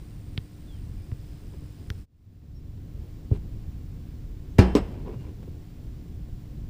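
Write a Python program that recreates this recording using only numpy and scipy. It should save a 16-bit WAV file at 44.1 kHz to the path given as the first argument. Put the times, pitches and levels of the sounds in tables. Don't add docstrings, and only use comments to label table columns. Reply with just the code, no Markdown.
import sys
import numpy as np
from scipy import signal
from scipy.fft import rfft, irfft, next_fast_len
from scipy.io import wavfile
from scipy.ndimage import uniform_filter1d, map_coordinates

SR = 44100
rng = np.random.default_rng(int(sys.argv[2]) if len(sys.argv) > 2 else 0)


def gain_from_db(level_db):
    decades = np.asarray(level_db, float) / 20
    return 10 ** decades


def master_out(mix):
    frames = np.transpose(np.atleast_2d(mix))
    ceiling = np.clip(frames, -1, 1)
    pcm = np.round(ceiling * 32767).astype(np.int16)
    wavfile.write(sys.argv[1], SR, pcm)


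N = 295320

# time_s, level_db
WIND_GUSTS = [(0, -43), (.42, -42.5), (.58, -44), (.98, -41.5), (1.5, -43.5), (1.83, -40), (2.2, -41),
              (2.7, -38.5), (3.13, -41), (3.38, -36), (3.66, -41), (4.19, -38), (4.5, -39), (5.3, -38),
              (5.55, -42), (6.29, -40.5), (6.7, -40)]
# freq_hz, level_db (per Hz)
BUFFET_COLOUR = [(8.8, -18.5), (15, -3), (38, 2), (102, 0), (139, -5.5), (168, -8), (210, -16.5),
                 (250, -14), (320, -33.5), (550, -120)]
# freq_hz, level_db (per Hz)
ROAR_COLOUR = [(88, -24.5), (150, 0.5), (262, -6.5), (296, -7), (323, -6.5), (346, -5.5), (1200, -37.5),
               (1560, -72), (2640, -120)]
# freq_hz, level_db (per Hz)
HISS_COLOUR = [(350, -9.5), (600, -12.5), (800, -11), (1120, -13.5), (2500, -15.5), (5300, -18.5),
               (6300, -22), (8000, -24), (11500, -27), (14000, -26.5), (15000, -19), (16000, -20.5)]
# pitch_hz, level_db (rms)
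HUM_TONES = [(296, -57.5), (716, -76.5), (1077, -81)]
# pitch_hz, level_db (rms)
WHINE_TONES = [(7337, -85), (7386, -89), (14578, -93), (14626, -87), (14675, -81), (14723, -76),
               (14815, -94), (14863, -92)]
# pitch_hz, width_hz, early_db, late_db
CICADA_BODY = [(4750, 67, 0, -3), (5100, 140, -9, 2), (7660, 82, -2, -1), (8520, 190, -0.5, -3.5),
               (9280, 150, 0, -4), (9860, 140, -7, -3.5)]
# start_s, length_s, first_hz, last_hz, peak_db
BIRD_NOTES = [
    (.672, .105, 3570, 3030, -65),
    (.765, .05, 3050, 2580, -71),
    (5.14, .16, 2820, 2795, -74),
    (.968, .045, 2550, 2310, -74.5),
    (1.0, .06, 2310, 2460, -74),
    (2.545, .055, 5490, 5440, -72),
    (4.49, .055, 6380, 6370, -77),
]
# time_s, level_db, length_s, brightness_db (per octave)
BRUSHES = [(1.54, -47.5, 0.021, 1), (1.98, -58.5, 0.016, 1), (3.343, -51.5, 0.062, 5),
           (4.861, -57, 0.13, 6), (4.921, -52, .012, 5.5), (4.946, -42, 0.041, 1), (4.998, -53.5, 0.065, 3),
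           (5.073, -37.5, 0.053, -1), (5.134, -39, 0.029, 0), (5.208, -56.5, .04, 7),
           (5.242, -53, 0.014, -1), (5.259, -49, 0.069, 3), (5.431, -46, 0.013, 2.5),
           (5.481, -45, 0.012, -3)]
# freq_hz, level_db (per Hz)
NET_COLOUR = [(120, -48), (200, -17.5), (352, 1.5), (711, -22.5), (984, -18), (1340, -34), (1510, -26.5),
              (1820, -35), (2280, -30), (12000, -63.5), (15600, -86), (22000, -120)]
# start_s, level_db, pitch_hz, edge_db (sharp edge), t60_s (time to fade by 60 dB)
SLAPS = [
    (0.377, -18.5, 3140, -20, 0.0065),
    (0.3779, -37, 1290, -40, 0.023),
    (1.116, -44.5, 2300, -44, 0.02),
    (1.1165, -44, 1300, -30, 0.02),
    (1.9021, -29, 1285, -12, 0.0063),
    (1.9022, -28, 3160, -5, 0.0087),
    (1.9024, -29, 4650, -6, 0.0069),
    (4.5886, -15, 2020, -16, 0.032),
    (4.7517, -18, 4250, -12, 0.045),
]
# start_s, push_db, end_hz, rise_s, skin_db (ring of the skin)
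PUSHES = [
    (0.3779, -20.5, 107, 0.0034, -41.5),
    (1.1197, -19.5, 88, 0.005, -55),
    (1.9026, -20.5, 79, 0.0044, -37),
    (3.3143, -6.5, 91.5, 0.006, -26),
    (3.3258, -25.5, 249, .002, -23),
    (4.5885, -1.5, 88, 0.00065, -12.5),
    (4.7521, -6.5, 200, 0.0017, -38),
]
# pitch_hz, level_db, t60_s
FRAME_MODES = [(187, 2, 0.39), (278.5, -0.5, 0.16), (364, -4, 0.3), (499, -31, 0.35), (600, -27, 0.21),
               (683, -21, .35), (824, -17.5, 0.34), (952, -23, 0.46), (1073, -20, .15), (1055, -22, 0.38),
               (1310, -17, 0.21), (1505, -30, 0.35), (1720, -23, 0.4), (2030, -36, 0.29), (2370, -19, 0.17),
               (3080, -31.5, 0.76), (4300, -21.5, 0.15), (4930, -20, 0.098), (8247, -49, 0.89),
               (11070, -40, 0.22)]
# pitch_hz, level_db, t60_s
UPRIGHT_OVERTONES = [(770, -24, 0.2), (1260, -43, .3), (1407, -38, 0.25), (1640, -17, 0.23),
                     (1880, -33, 0.41), (2720, -31.5, 0.71), (2815, -41, .25), (3500, -38, .2),
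                     (4500, -39, .2), (6200, -31, .15), (10080, -42, .17), (4285, -38, .24)]
# pitch_hz, level_db, t60_s
GROUND_BAR_MODES = [(235, 1, 0.11), (291, 3.5, 0.14), (404, 6.5, 0.15), (457, -10, 0.39),
                    (555, -11.5, 0.28), (920, -19, 0.11), (1005, -14, 0.24), (1220, -22, 0.29),
                    (2130, -45, .2), (2880, -41, 0.56), (5100, -36, 0.11), (7900, -26, 0.13)]
# pitch_hz, level_db, t60_s
GOAL_SWAY = (62, -13, 0.5)
# freq_hz, level_db (per Hz)
RATTLE_COLOUR = [(120, -22), (200, -11), (240, -9), (392, -11), (641, -18), (940, -22), (1350, -30),
                 (1780, -29), (4580, -41.5), (5300, -35.5), (5800, -46), (15500, -60)]
# freq_hz, t60_s
RATTLE_FADE = [(200, 0.33), (1000, 0.3), (3000, 0.2), (6000, 0.13), (14000, 0.079)]
# start_s, ring_db, rattle_db, decay_share, lean_s (until the ball chokes the low ring)
BLOWS_ON_METAL = [
    (4.5838, -60, -24, 0.61, 0.014),
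    (4.588, -15, -20, 0.94, 0.19),
    (4.751, -18, -26, 0.79, 0.034),
    (4.766, -30, -30.5, 1.13, 0.024),
]

SCENE_CHANGE_S = 2.058
STRIKE_S = BLOWS_ON_METAL[1][0]


def unit(x):
    return x / np.sqrt(np.mean(x ** 2) + 1e-20)


def along(points, hz):
    f, v = np.transpose(points)
    return np.interp(np.log(hz + 1), np.log(f + 1), v)


def wobble(rate):
    knots = rng.standard_normal(int(N * rate / SR) + 4)
    return map_coordinates(knots, [np.arange(N) * rate / SR])


def filtered(x, response):
    m = next_fast_len(len(x) + 8192)
    return irfft(rfft(x, m) * response(np.fft.rfftfreq(m, 1 / SR)), m)[:len(x)]


def peak(f, hz, width):
    return 1j * f * width / (hz * hz - f * f + 1j * f * width)


def noise(colour, count=N, tilt_db=0):
    white = rng.standard_normal(count)
    return unit(filtered(white, lambda f: gain_from_db(along(colour, f) + tilt_db * np.log2(f / 1000 + 0.41))))


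def add(track, s, sound):
    part = track[round(s * SR):][:len(sound)]
    part += sound[:len(part)]


def air():
    t = np.arange(N) / SR
    strength_db = np.interp(t, *np.transpose(WIND_GUSTS))
    gust = wobble(7)
    buffet = unit(gain_from_db(1.15 * gust + 1.52 * wobble(18)) * noise(BUFFET_COLOUR))
    roar = unit(gain_from_db(0.9 * gust + 1.5 * wobble(25)) * noise(ROAR_COLOUR))
    wind_roar = gain_from_db(-53 + 0.44 * (strength_db - strength_db.mean()))
    since_strike = t - STRIKE_S
    stir = (since_strike > 0) * gain_from_db(-37.5 - 60 * np.abs(since_strike) / 3.3)
    hiss_db = np.where(t < SCENE_CHANGE_S, -61, -62.5)
    hiss = gain_from_db(hiss_db + 0.26 * wobble(5.09)) * noise(HISS_COLOUR)
    return gain_from_db(strength_db + 3) * buffet + np.hypot(wind_roar, stir) * roar + hiss


def machine_hum():
    t = np.arange(N) / SR
    hum = np.zeros(N)
    for hz, db in HUM_TONES:
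        level = gain_from_db(db + 2.5 + 0.97 * wobble(11))
        hum += level * np.sin(2 * np.pi * hz * t + 0.4 * wobble(6.2))
    return hum


def camera_whine():
    t = np.arange(N) / SR
    return sum(np.sqrt(2) * gain_from_db(db) * np.sin(2 * np.pi * (hz * t + rng.random())) for hz, db in WHINE_TONES)


def cicada():
    t = np.arange(N) / SR
    click_turn = 2 * np.pi * 94 * t + 0.5 * wobble(3)
    clicks = rng.standard_normal(N) * np.exp(1.3 * np.cos(click_turn))

    def body(f, column):
        return sum((-1) ** k * gain_from_db(row[column]) * peak(f, row[0], row[1]) for k, row in enumerate(CICADA_BODY))

    early = filtered(clicks, lambda f: body(f, 2))
    late = filtered(clicks, lambda f: body(f, 3))
    share = np.clip((t - 0.5) / 0.9, 0, 1)
    song = unit((1 - share) * early + share * late)
    swell_db = np.minimum(t / SCENE_CHANGE_S, 1) ** 3
    return (t < SCENE_CHANGE_S) * gain_from_db(-72 + swell_db) * song


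def fade():
    fade_out_s, fade_in_s, floor = 0.081, 1, 0.027
    t = np.arange(N) / SR - SCENE_CHANGE_S
    out = 1 - np.clip(1 + t / fade_out_s, 0, 1) ** 2
    return np.clip(np.where(t < 0, out, t / fade_in_s) + floor, 0, 1)


def birds():
    rise_share, edge_db = 0.42, 9
    out, t = np.zeros(N), np.arange(N) / SR
    for s, length, first_hz, last_hz, peak_db in BIRD_NOTES:
        u = np.clip((t - s) / length, 0, 1)
        hz = first_hz + (last_hz - first_hz) * u
        from_peak = np.maximum(1 - u / rise_share, (u - rise_share) / (1 - rise_share))
        db = peak_db - edge_db * from_peak ** 2
        level = (u > 0) * (u < 1) * gain_from_db(db + 4 + 1.8 * wobble(60))
        out += level * np.sin(2 * np.pi * np.cumsum(hz + 25 * wobble(150)) / SR)
    return out


def brushing():
    rise_share = 0.59
    out = np.zeros(N)
    t = np.linspace(-2, 2, 9000) * 4500 / SR / 2
    for s, db, length, tilt_db in BRUSHES:
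        lumps = uniform_filter1d(rng.standard_normal(len(t)), size=70)
        grain = gain_from_db(3.4 * unit(uniform_filter1d(lumps, size=40)))
        side = length * np.where(t < 0, rise_share, 1)
        swell = np.exp(-(1.39 * t / side) ** 2)
        add(out, s + t[0], gain_from_db(db) * swell * unit(grain * noise(NET_COLOUR, len(t), tilt_db)))
    return out


def rattle_noise(share, tilt_db):
    hz, t, z = signal.stft(noise(RATTLE_COLOUR, SR // 2, tilt_db), SR, nperseg=256)
    fall_db = -60 * t / (share * along(RATTLE_FADE, hz)[:, None])
    lingering = gain_from_db(-17 + fall_db / 4.4)
    return signal.istft(z * (gain_from_db(fall_db) + lingering), SR, nperseg=256)[1]


def goal():
    out, t = np.zeros(N), np.arange(SR // 2) / SR
    tubes = (FRAME_MODES, FRAME_MODES + UPRIGHT_OVERTONES, GROUND_BAR_MODES, GROUND_BAR_MODES)
    for (s, ring_db, rattle_db, share, lean), modes in zip(BLOWS_ON_METAL, tubes):
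        hz, db, t60 = np.transpose(modes)[..., None]
        steps = rng.standard_normal((len(modes), len(t)))
        drift = np.cumsum(steps, axis=1) * np.minimum(hz, 3500) * np.sqrt(0.6e-5 / SR)
        choke_db = 12 * np.clip((t - lean) / 0.008, 0, 1)
        level = gain_from_db(db - 60 * t / t60 - choke_db * (hz < 1400))
        ring = level * np.sin(2 * np.pi * (hz * t + rng.random(hz.shape)) + drift)
        add(out, s, gain_from_db(ring_db) * ring.sum(axis=0) * (1 - np.exp(-t / 0.0017)))
        rattle = rattle_noise(share, 2.5 / share)[:len(t)] * gain_from_db(-0.4 * choke_db)
        add(out, s, gain_from_db(rattle_db) * rattle * (1 - np.exp(-t / 0.00037)))
    hz, db, t60 = GOAL_SWAY
    sway = gain_from_db(db - 60 * t / t60) * np.sin(2 * np.pi * hz * t)
    add(out, STRIKE_S + 0.0095, sway * (1 - np.exp(-t / 0.012)))
    return out


def ball_push():
    out, t = np.zeros(N), np.arange(SR // 8) / SR
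    for s, push_db, end_hz, rise, skin_db in PUSHES:
        turns = end_hz * t + 0.674 * (1 - np.exp(-t / 0.0013))
        attack = 1 - np.exp(-(t / rise) ** 1.04)
        release = np.exp(-(t * end_hz / 1.36) ** 3) + 0.13 * gain_from_db(-60 * t / 0.2)
        add(out, s, gain_from_db(push_db) * attack * release * np.sin(2 * np.pi * turns))
        skin = np.sin(2 * np.pi * 405 * t) + 0.24 * np.sin(2 * np.pi * 490 * t)
        add(out, s, gain_from_db(skin_db - 60 * t / 0.071) * skin * (1 - np.exp(-t / 0.0051)))
    return out


def ball_slap():
    out, t = np.zeros(N), np.arange(SR // 8) / SR
    for s, db, hz, edge_db, t60 in SLAPS:
        burst = rng.standard_normal(len(t)) * (gain_from_db(-60 * t / t60) + 0.11 * gain_from_db(-60 * t / 0.067))
        burst[0] = -13
        ringing = filtered(burst, lambda f: peak(f, hz, 0.85 * hz) ** 2)
        soft = signal.butter(8, 1.5 * hz, fs=SR, output="sos")
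        sound = signal.sosfilt(soft, ringing)
        sound = sound / np.abs(sound).max()
        sound[:2] += gain_from_db(edge_db) * np.array([-1, 1])
        add(out, s, gain_from_db(db) * sound)
        add(out, s + 0.00055, 0.17 * gain_from_db(db) * sound)
    return out


def scene():
    steady = fade() * (air() + machine_hum() + camera_whine() + cicada())
    ball = ball_push() + ball_slap()
    return (steady + birds() + brushing() + goal() + ball)[None]


def low_pass(x):
    return signal.sosfilt(signal.butter(12, 15250, fs=SR, output="sos"), x)


def record(dry):
    top_hz, ceiling = 15350, 0.93
    flattened = dry[0] / (1 + np.abs(dry[0] / ceiling) ** 8) ** (1 / 8)
    limited = filtered(flattened, lambda f: 1 / (1 + (f / top_hz) ** 60))
    return low_pass(limited[None])


dry = scene()
out = record(dry)
master_out(out)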